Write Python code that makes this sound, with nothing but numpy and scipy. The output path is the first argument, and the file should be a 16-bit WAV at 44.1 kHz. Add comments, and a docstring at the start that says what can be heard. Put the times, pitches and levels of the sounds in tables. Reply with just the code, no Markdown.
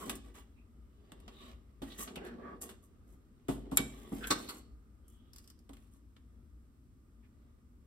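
"""Paper, paintbrush and plastic tube on a table.

A sheet of paper is smoothed and pushed about close by in a small quiet room; its fibres catch and slip,
and the table drones under it. Hands bump the table and set it ringing. A paintbrush is put down with a
sharp click, hollow plastic knocks, and a plastic tube is picked up and crinkles as its wall buckles.
A faint low hum and hiss lie under it all."""
import sys
import numpy as np
from scipy import signal
from scipy.fft import rfft, irfft, next_fast_len
from scipy.io import wavfile
from scipy.ndimage import uniform_filter1d, map_coordinates

SR = 44100
rng = np.random.default_rng(int(sys.argv[2]) if len(sys.argv) > 2 else 0)


def inscribe(sig):
    """Save sig as 16-bit PCM at rate SR to the path in sys.argv[1].

    A 1-D sig is mono; a 2-D sig holds one channel per row.
    Samples are clipped to [-1, 1] before scaling.
    """
    pcm = np.round(np.clip(np.atleast_2d(sig).T, -1, 1) * 32767)
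    wavfile.write(sys.argv[1], SR, pcm.astype(np.int16))


N = 346626


def amp(db):
    """Decibels to gain."""
    return 10 ** (np.asarray(db) / 20)


def unit(x):
    """x at rms 1."""
    return x / np.sqrt(np.mean(x ** 2) + 1e-20)


def along(points, hz):
    """(freq_hz, value) points read on a log axis."""
    freqs, values = np.transpose(points)
    return np.interp(np.log(hz + 1), np.log(freqs), values)


def filtered(x, response):
    """x times a complex frequency response."""
    n = x.shape[-1]
    size = next_fast_len(n + 4096)
    return irfft(rfft(x, size) * response(np.fft.rfftfreq(size, 1 / SR)), size)[..., :n]


def coloured(x, spectrum):
    """x shaped by a spectrum, at rms 1."""
    return unit(filtered(x, lambda hz: amp(along(spectrum, hz))))


def resonant(x, peaks):
    """x through parallel resonances, at rms 1."""
    return unit(filtered(x, lambda f: sum(
        amp(db) * 1j * f * width / (hz * hz - f * f + 1j * f * width) for hz, width, db in peaks)))


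def noise(size):
    """Two independent white noises."""
    return rng.standard_normal((2, size))


def wobble(rate_hz):
    """Smooth random curve, rate_hz knots a second."""
    knots = rng.standard_normal(int(N * rate_hz / SR) + 4)
    return map_coordinates(knots, [np.arange(N) * rate_hz / SR])


def add(track, start_s, sound):
    """Mix a sound in at start_s, which may be negative."""
    start = round(start_s * SR)
    sound = sound[:, max(-start, 0):]
    part = track[:, max(start, 0):][:, :sound.shape[1]]
    part += sound[:, :part.shape[1]]


def burst(spectrum, t60_s, attack_s):
    """A contact's dense ring: decaying coloured noise."""
    t = np.arange(SR // 3) / SR
    return coloured(noise(len(t)), spectrum) * amp(-60 * t / t60_s) * (1 - np.exp(-t / attack_s))


def ring(modes, attack_s, scatter_db):
    """Damped modes, their strengths scattered per blow."""
    t = np.arange(SR // 2) / SR
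    phases = [[0], [np.pi / 2]]
    tones = 0
    for hz, db, t60_s in modes:
        struck_db = db - scatter_db * rng.standard_normal((2, 1))
        tones += amp(struck_db - 60 * t / t60_s) * np.sin(2 * np.pi * hz * t + phases)
    return tones * (1 - np.exp(-t / attack_s))


def friction(grain_db, rate_hz):
    """Fibres catch and slip: noise in tiny uneven clumps."""
    return noise(N) * amp(grain_db * wobble(rate_hz))


def stroke_gain(length_s, attack_s=0.018, swell_db=1.5, fade_db_per_s=399.5):
    """The hand gets going, is fastest midway, then stops."""
    t = np.arange(SR) / SR
    attack = np.sin(np.pi / 2 * np.minimum(t / attack_s, 1)) ** 2
    arch = np.sin(np.pi * np.minimum(t / length_s, 1)) - .5
    return attack * amp(swell_db * arch - fade_db_per_s * np.maximum(t - length_s, 0))


# rubbed table and sheet resonances: centre_hz, width_hz, level_db
DRONE_PEAKS = [(235, 25, 4.5), (290, 100, -4), (381, 40, -1.5), (624, 150, -14), (1180, 49, -16),
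               (1650, 35, -14), (1955, 45, -17), (2130, 30, -19.5)]
SHEET_PEAKS = [(1159, 77, 1.5), (1590, 40, -9), (1900, 170, -9.5), (3010, 600, -10.5), (3450, 600, -13.5)]
# paper friction spectra: freq_hz, level_db
RUB_SPECTRUM = [(350, -22), (600, 3.5), (1000, -3.5), (2000, -1.5), (3500, -4.5), (5000, -11.5),
                (7000, -14.5), (10000, -35.5)]
HISS_SPECTRUM = [(3000, -34.5), (6000, -3.5), (8000, 0), (11500, -0.5), (13000, -6.5), (15000, -7),
                 (16000, -7.5)]
# resting hand's stir: time_s, rub_db
FIDGET_LEVELS = [(0, -93), (1.7, -77), (3.2, -84), (4.799, -90), (5.9, -90), (6.399, -95)]
# hand strokes: start_s, length_s, rub_db, drone_offset_db, hiss_offset_db
HAND_STROKES = [(-.02, 0.15, -58, 11.5, 0), (.23, 0.072, -70, 12.5, -6), (.335, 0.059, -60, -1, -4),
                (1.29, .12, -69.5, 3, -9), (1.39, .13, -60.5, 1, -12), (1.855, 0.21, -62.5, 3, -2.5),
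                (1.974, 0.059, -53, 1.5, 8), (2.033, .53, -74.5, 26.5, -36),
                (2.235, 0.042, -58.5, 12.5, -9), (2.605, 0.037, -59, 7, 9.5), (2.63, 0.083, -67.5, 13, -7),
                (2.82, 0.019, -79.5, 11, 12), (3.067, 0.078, -85, 18.5, 10), (3.56, 0.17, -76, 23, -19.5),
                (3.78, 0.36, -65, 9, -3.5), (4.11, 0.35, -61, 10, 1), (4.47, 0.12, -65, 10, 3),
                (5.08, 0.076, -89, -12, 14), (5.33, 0.14, -80, 0, 3), (5.69, 0.19, -79, -5, -1.5),
                (5.906, 0.057, -80, 2, 3.5)]


def paper_sliding(fidget_swing_db=5.5, fidget_drone_db=13):
    """Hand and sheet rub over the droning table; between strokes the hand keeps stirring."""
    power = np.zeros((3, N))
    for start_s, length_s, db, drone_db, hiss_db in HAND_STROKES:
        gains = amp([db + drone_db, db, db + hiss_db])
        add(power, start_s, np.outer(gains, stroke_gain(length_s)) ** 2)
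    drone_gain, rub_gain, hiss_gain = np.sqrt(power)
    fidget_db = np.interp(np.arange(N) / SR, *np.transpose(FIDGET_LEVELS))
    fidget = amp(fidget_db + fidget_swing_db * wobble(rate_hz=5.2))
    drone_gain = np.hypot(drone_gain, amp(fidget_drone_db) * fidget)
    rub_gain = np.hypot(rub_gain, fidget)

    drone = resonant(friction(grain_db=2, rate_hz=90), DRONE_PEAKS)
    drone = unit(filtered(drone, lambda hz: 1 / (1 + (hz / 900) ** 4) / (1 + (140 / (hz + 1)) ** 4)))
    sheet = resonant(coloured(friction(grain_db=3, rate_hz=250), RUB_SPECTRUM), SHEET_PEAKS)
    rub = coloured(friction(grain_db=4, rate_hz=250), RUB_SPECTRUM)
    hiss = coloured(friction(grain_db=5, rate_hz=1000), HISS_SPECTRUM)
    return amp(-3) * (drone_gain * drone + rub_gain * (sheet + rub)) + hiss_gain * hiss


# edge drags: start_s, length_s, centre_hz, width_hz, level_db
EDGE_DRAGS = [(0, 0.056, 1120, 200, -53.5), (0.548, .089, 2500, 250, -76.5), (1.305, 0.23, 3770, 350, -66),
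              (1.895, 0.05, 3530, 700, -56.5), (1.977, 0.085, 1140, 100, -54.5),
              (2.153, 0.041, 2700, 804, -52), (2.158, 0.21, 1570, 600, -57.5), (2.366, .22, 1160, 106, -60),
              (2.374, 0.19, 1740, 376, -62.5), (4.203, 0.095, 1610, 260, -48.5),
              (4.229, 0.029, 3200, 800, -49), (4.475, 0.04, 4330, 698, -48.5),
              (4.477, 0.055, 1235, 400, -55.5), (5.005, 0.43, 3260, 596, -83),
              (7.226, 0.045, 2070, 999, -76)]


def paper_scrapes():
    """An edge drags; one band of the sheet swells roughly and fades."""
    out = np.zeros((2, N))
    slips = friction(grain_db=2, rate_hz=300)
    for start_s, length_s, centre_hz, width_hz, db in EDGE_DRAGS:
        grit = slips[:, round(start_s * SR):][:, :round(length_s * SR)]
        band = unit(filtered(grit, lambda hz: (1 + (2 * (hz - centre_hz) / width_hz) ** 2) ** -.75))
        swell = np.sqrt(np.abs(np.hanning(band.shape[1])))
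        add(out, start_s, amp(db + 2) * band * swell)
    return out


def sheet_ridges(x, ridge_db, above_hz=600):
    """The sheet's close modes cut fine, shifting ridges into a rub's spectrum."""
    hz, _, bins = signal.stft(x, SR, nperseg=512)
    ridges = uniform_filter1d(rng.standard_normal(bins.shape), size=2, axis=1)
    ridges = uniform_filter1d(ridges, size=36, axis=2)
    gain = np.where(hz[:, None] > above_hz, unit(amp(ridge_db * unit(ridges))), 1)
    return signal.istft(bins * gain, SR, nperseg=512)[1][:, :N]


# table top modes: pitch_hz, level_db, t60_s
TABLE_MODES = [(129.05, -8.5, 0.24), (203, -9, 0.12), (221.7, -5, 0.27), (270.7, 1.5, 0.2), (335, -5, .1),
               (442, -8.5, 0.081), (636, -15, .2), (781, -13.5, 0.13), (1165, -21, .11)]
# dull slap: freq_hz, level_db
SLAP_SPECTRUM = [(60, -21.5), (200, 8.5), (450, -1.5), (800, -2.5), (1300, -15), (2000, -25), (5000, -46)]
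# hand bumps: start_s, level_db, slap_offset_db
HAND_BUMPS = [(0.067, -37.5, -12), (0.151, -42, -16), (1.119, -52.5, -1), (1.277, -47.5, -7.5),
              (1.818, -31.5, -12.5), (2.169, -52, 7.5), (3.486, -22.5, -7.5), (3.717, -26, -13),
              (3.789, -25, -13), (4.12, -27, -19.5), (4.305, -31, -4.5), (5.693, -43.5, -9.5)]


def table_bumps(thud_db=-35, thud_db_per_db=0.57):
    """Soft blows ring the top and shake the whole table with a low thud."""
    out = np.zeros((2, N))
    thud_modes = [(51, 4, 0.97), (78, -7, 0.42)]
    for start_s, db, slap_db in HAND_BUMPS:
        add(out, start_s, amp(db - 5) * ring(TABLE_MODES, attack_s=0.0039, scatter_db=1.5))
        add(out, start_s, amp(db + slap_db + 5) * burst(SLAP_SPECTRUM, t60_s=0.083, attack_s=0.0017))
        thud = ring(thud_modes, attack_s=0.0029, scatter_db=0)
        add(out, start_s, amp(thud_db + thud_db_per_db * db) * thud)
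    return out


# hard contact spectra, shared with taps and crinkles: freq_hz, level_db
CLACK_SPECTRUM = [(150, -23.5), (400, -0.5), (750, -6), (1300, 1.5), (2200, -5.5), (3300, 1), (4300, -6),
                  (5500, -12.5), (7000, -13), (10000, -36.5)]
SNAP_SPECTRUM = [(2500, -30), (5500, -8), (8000, 2), (11500, 1), (13000, -8.5), (15000, -4.5),
                 (16000, -11.5)]
# brush modes: pitch_hz, level_db, t60_s
BRUSH_MODES = [(2295, -15, .13), (3780, -18, .17), (3800, -20.5, .13), (7320, -2.5, 0.036),
               (8200, -4, .028), (8730, -7.5, .02), (9740, 2, .02), (11540, 1, .025), (13400, -6.5, .02),
               (14940, -14, .02)]
# brush landing: start_s, level_db
BRUSH_HITS = [(3.7712, -6.5)]


def brush_click():
    """The hard handle grazes the table, cracks down and rings briefly."""
    out = np.zeros((2, N))
    for start_s, db in BRUSH_HITS:
        add(out, start_s - .011, amp(db - 41.5) * burst(SNAP_SPECTRUM, t60_s=.15, attack_s=.003))
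        add(out, start_s, amp(db - 11) * ring(BRUSH_MODES, attack_s=.0003, scatter_db=3.5))
        add(out, start_s, amp(db - 7) * burst(SNAP_SPECTRUM, t60_s=.024, attack_s=.00031))
        add(out, start_s, amp(db - 23.5) * burst(CLACK_SPECTRUM, t60_s=.14, attack_s=.001))
    return out


# shell impact: freq_hz, level_db
SHELL_SPECTRUM = [(150, -13.5), (400, 4.5), (730, -12.5), (1150, 0.5), (1900, -6), (2700, -10), (3200, -10),
                  (4300, -5.5), (5000, -11.5), (5600, -9), (7300, -11.5), (8400, -10), (12000, -22),
                  (16000, -21.5)]
# shell resonances: centre_hz, width_hz, level_db
SHELL_PEAKS = [(1154, 130, -3.5), (1320, 41, -3), (1550, 50, -9), (3607, 180, 3.5), (4020, 120, 0),
               (4400, 170, 3), (5230, 150, -1.5), (8050, 120, -7)]
# shell landing: start_s, level_db
SHELL_HITS = [(4.3039, -18)]


def plastic_knock():
    """A plastic shell lands over a few milliseconds and rings hollowly."""
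    out = np.zeros((2, N))
    for start_s, db in SHELL_HITS:
        landing = burst(SHELL_SPECTRUM, t60_s=0.072, attack_s=0.0047)
        add(out, start_s, amp(db) * (landing + amp(-30) * resonant(landing, SHELL_PEAKS)))
    return out


# paper and plastic taps: start_s, level_db, snap_offset_db, t60_s
TAPS = [(0.0947, -32.5, -4.5, 0.052), (.153, -57.5, 9, 0.057), (1.1186, -46.5, -9, 0.024),
        (1.2003, -62, -3.5, .03), (1.2786, -46.5, -19, 0.047), (1.8183, -52, -9, 0.18),
        (2.075, -46, -35, 0.1), (2.157, -42, -9.5, 0.038), (2.614, -65.5, 19, 0.087), (2.69, -51, -6, 0.12),
        (3.483, -48, -4.5, 0.25), (3.713, -56.5, -4.5, 0.28), (4.27, -43.5, 2.5, .051),
        (4.488, -44.5, -3, 0.11), (5.0805, -75.5, 16.5, 0.023), (5.692, -53.5, -7, 0.026),
        (5.7323, -55, -6.5, 0.036), (5.7681, -54, -10, 0.02), (6.1645, -56.5, -18, .032)]


def light_taps():
    """Light hard contacts: a dry clack and a bright snap."""
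    out = np.zeros((2, N))
    for start_s, db, snap_db, t60_s in TAPS:
        clack = burst(CLACK_SPECTRUM, t60_s, attack_s=.0008)
        snap = amp(snap_db + 4) * burst(SNAP_SPECTRUM, t60_s, attack_s=.0007)
        add(out, start_s, amp(db) * (clack + snap))
    return out


# buckling tick: freq_hz, level_db
CRINKLE_SPECTRUM = [(1500, -26), (4000, -4.5), (5000, 11), (6500, 1), (8500, 3.5), (12000, 1.5),
                    (16000, -7)]
# tube wall buckles: start_s, level_db
BUCKLES = [(5.3328, -44), (5.3606, -40), (5.3832, -40.5), (5.4415, -51), (5.4755, -45), (5.5, -42.5),
           (5.5902, -56)]


def tube_crinkles():
    """The tube's wall buckles in tiny dry ticks, each with a duller clack."""
    out = np.zeros((2, N))
    for start_s, db in BUCKLES:
        add(out, start_s, amp(db - 8) * burst(CRINKLE_SPECTRUM, t60_s=0.028, attack_s=.0002))
        add(out, start_s, amp(db - 23) * burst(CLACK_SPECTRUM, t60_s=0.074, attack_s=.00028))
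    return out


def with_reflections(x):
    """x plus weak early copies off the table and the things on it."""
    delays_s = rng.uniform(.002, .018, (2, 6))
    gains = amp(-15.5) * rng.choice([-1, 1], (2, 6))
    copies = np.zeros((2, N))
    for channel in range(2):
        for delay_s, gain in zip(delays_s[channel], gains[channel]):
            copies[channel] += gain * np.pad(x[channel], (int(delay_s * SR), 0))[:N]
    return x + filtered(copies, lambda hz: hz ** 2 / (hz ** 2 + 700 ** 2))  # small things reflect no bass


# room decay: freq_hz, t60_s
ROOM_DECAY = [(150, 0.74), (1000, 0.2539), (5000, 0.5), (15000, 0.19)]
# echo colour: freq_hz, level_db
ECHO_SPECTRUM = [(150, -11), (1000, -4), (4500, -12.5), (8000, -12.5), (15000, -15)]


def room_echo(x):
    """Wall reflections, each frequency dying at its own rate."""
    hz, t, bins = signal.stft(noise(SR // 2), SR, nperseg=256)
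    decay = amp(-60 * t / along(ROOM_DECAY, hz)[:, None])
    tail = signal.istft(bins * decay, SR, nperseg=256)[1]
    tail = filtered(tail / np.linalg.norm(tail[0]), lambda f: amp(along(ECHO_SPECTRUM, f)))
    tail = np.pad(tail, ((0, 0), (SR // 200, 0)))  # 5 ms pre-delay
    return signal.fftconvolve(x, tail, axes=1)[:, :N]


# hum bands: centre_hz, width_hz, level_db
HUM_BANDS = [(56.34, 6.7, 2.5), (229, 8.3, -11), (1210, 51, -27.5)]
# room air: freq_hz, level_db
AIR_SPECTRUM = [(18, -26), (35, -8.5), (62, 5), (100, -5.5), (165, -14), (240, -7), (360, -18.5),
                (500, -30), (750, -37.5), (1200, -31), (1700, -39), (4000, -44.5), (11000, -44),
                (16000, -49.5)]


def background(air_db=-60.5, hum_db=-64, waver_db=3.7):
    """A low wavering hum over the room's air."""
    hum = resonant(noise(N), HUM_BANDS)
    hum = unit(filtered(hum, lambda hz: 1 / (1 + (hz / 1800) ** 4)))
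    air = coloured(noise(N), AIR_SPECTRUM)
    return amp(air_db) * air + amp(hum_db + waver_db * wobble(rate_hz=6)) * hum


def scene():
    """Everything on the table, in its room; the brush lands close by and sounds drier."""
    paper = sheet_ridges(paper_sliding() + paper_scrapes(), ridge_db=3)
    table = paper + table_bumps() + light_taps() + tube_crinkles() + plastic_knock()
    click = brush_click()
    return with_reflections(table) + click + room_echo(table + amp(-4.5) * click) + background()


# left-right likeness: freq_hz, correlation
STEREO_LIKENESS = [(40, .9), (260, .92), (450, .65), (700, .05), (4500, .15), (6500, .6), (8000, .92),
                   (10000, .96), (15000, .96)]


def record(dry, lag_s=.000305, top_hz=15900):
    """Two microphone ports share bass and treble; the right one's treble comes late and inverted."""
    def mid_side_gains(hz):
        angle = np.arccos(along(STEREO_LIKENESS, hz)) / 2
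        return np.array([np.cos(angle), np.sin(angle)])

    def late_inverted(hz):
        treble_share = np.clip((hz - 450) / 500, 0, 1)
        return np.exp(-1j * (2 * np.pi * hz * lag_s + np.pi) * treble_share)

    mid, side = filtered(dry, mid_side_gains)
    pair = np.array([mid + side, filtered(mid - side, late_inverted)])
    # freq_hz, left_minus_right_db
    balance = [(60, 2.5), (250, 0.5), (600, -1.5), (2000, -2.0), (6000, -0.5)]
    pair = filtered(pair, lambda hz: amp(np.outer([.5, -.5], along(balance, hz))))
    return filtered(pair, lambda hz: 1 / (1 + (hz / top_hz) ** 120))


dry = scene()
out = record(dry)
inscribe(out)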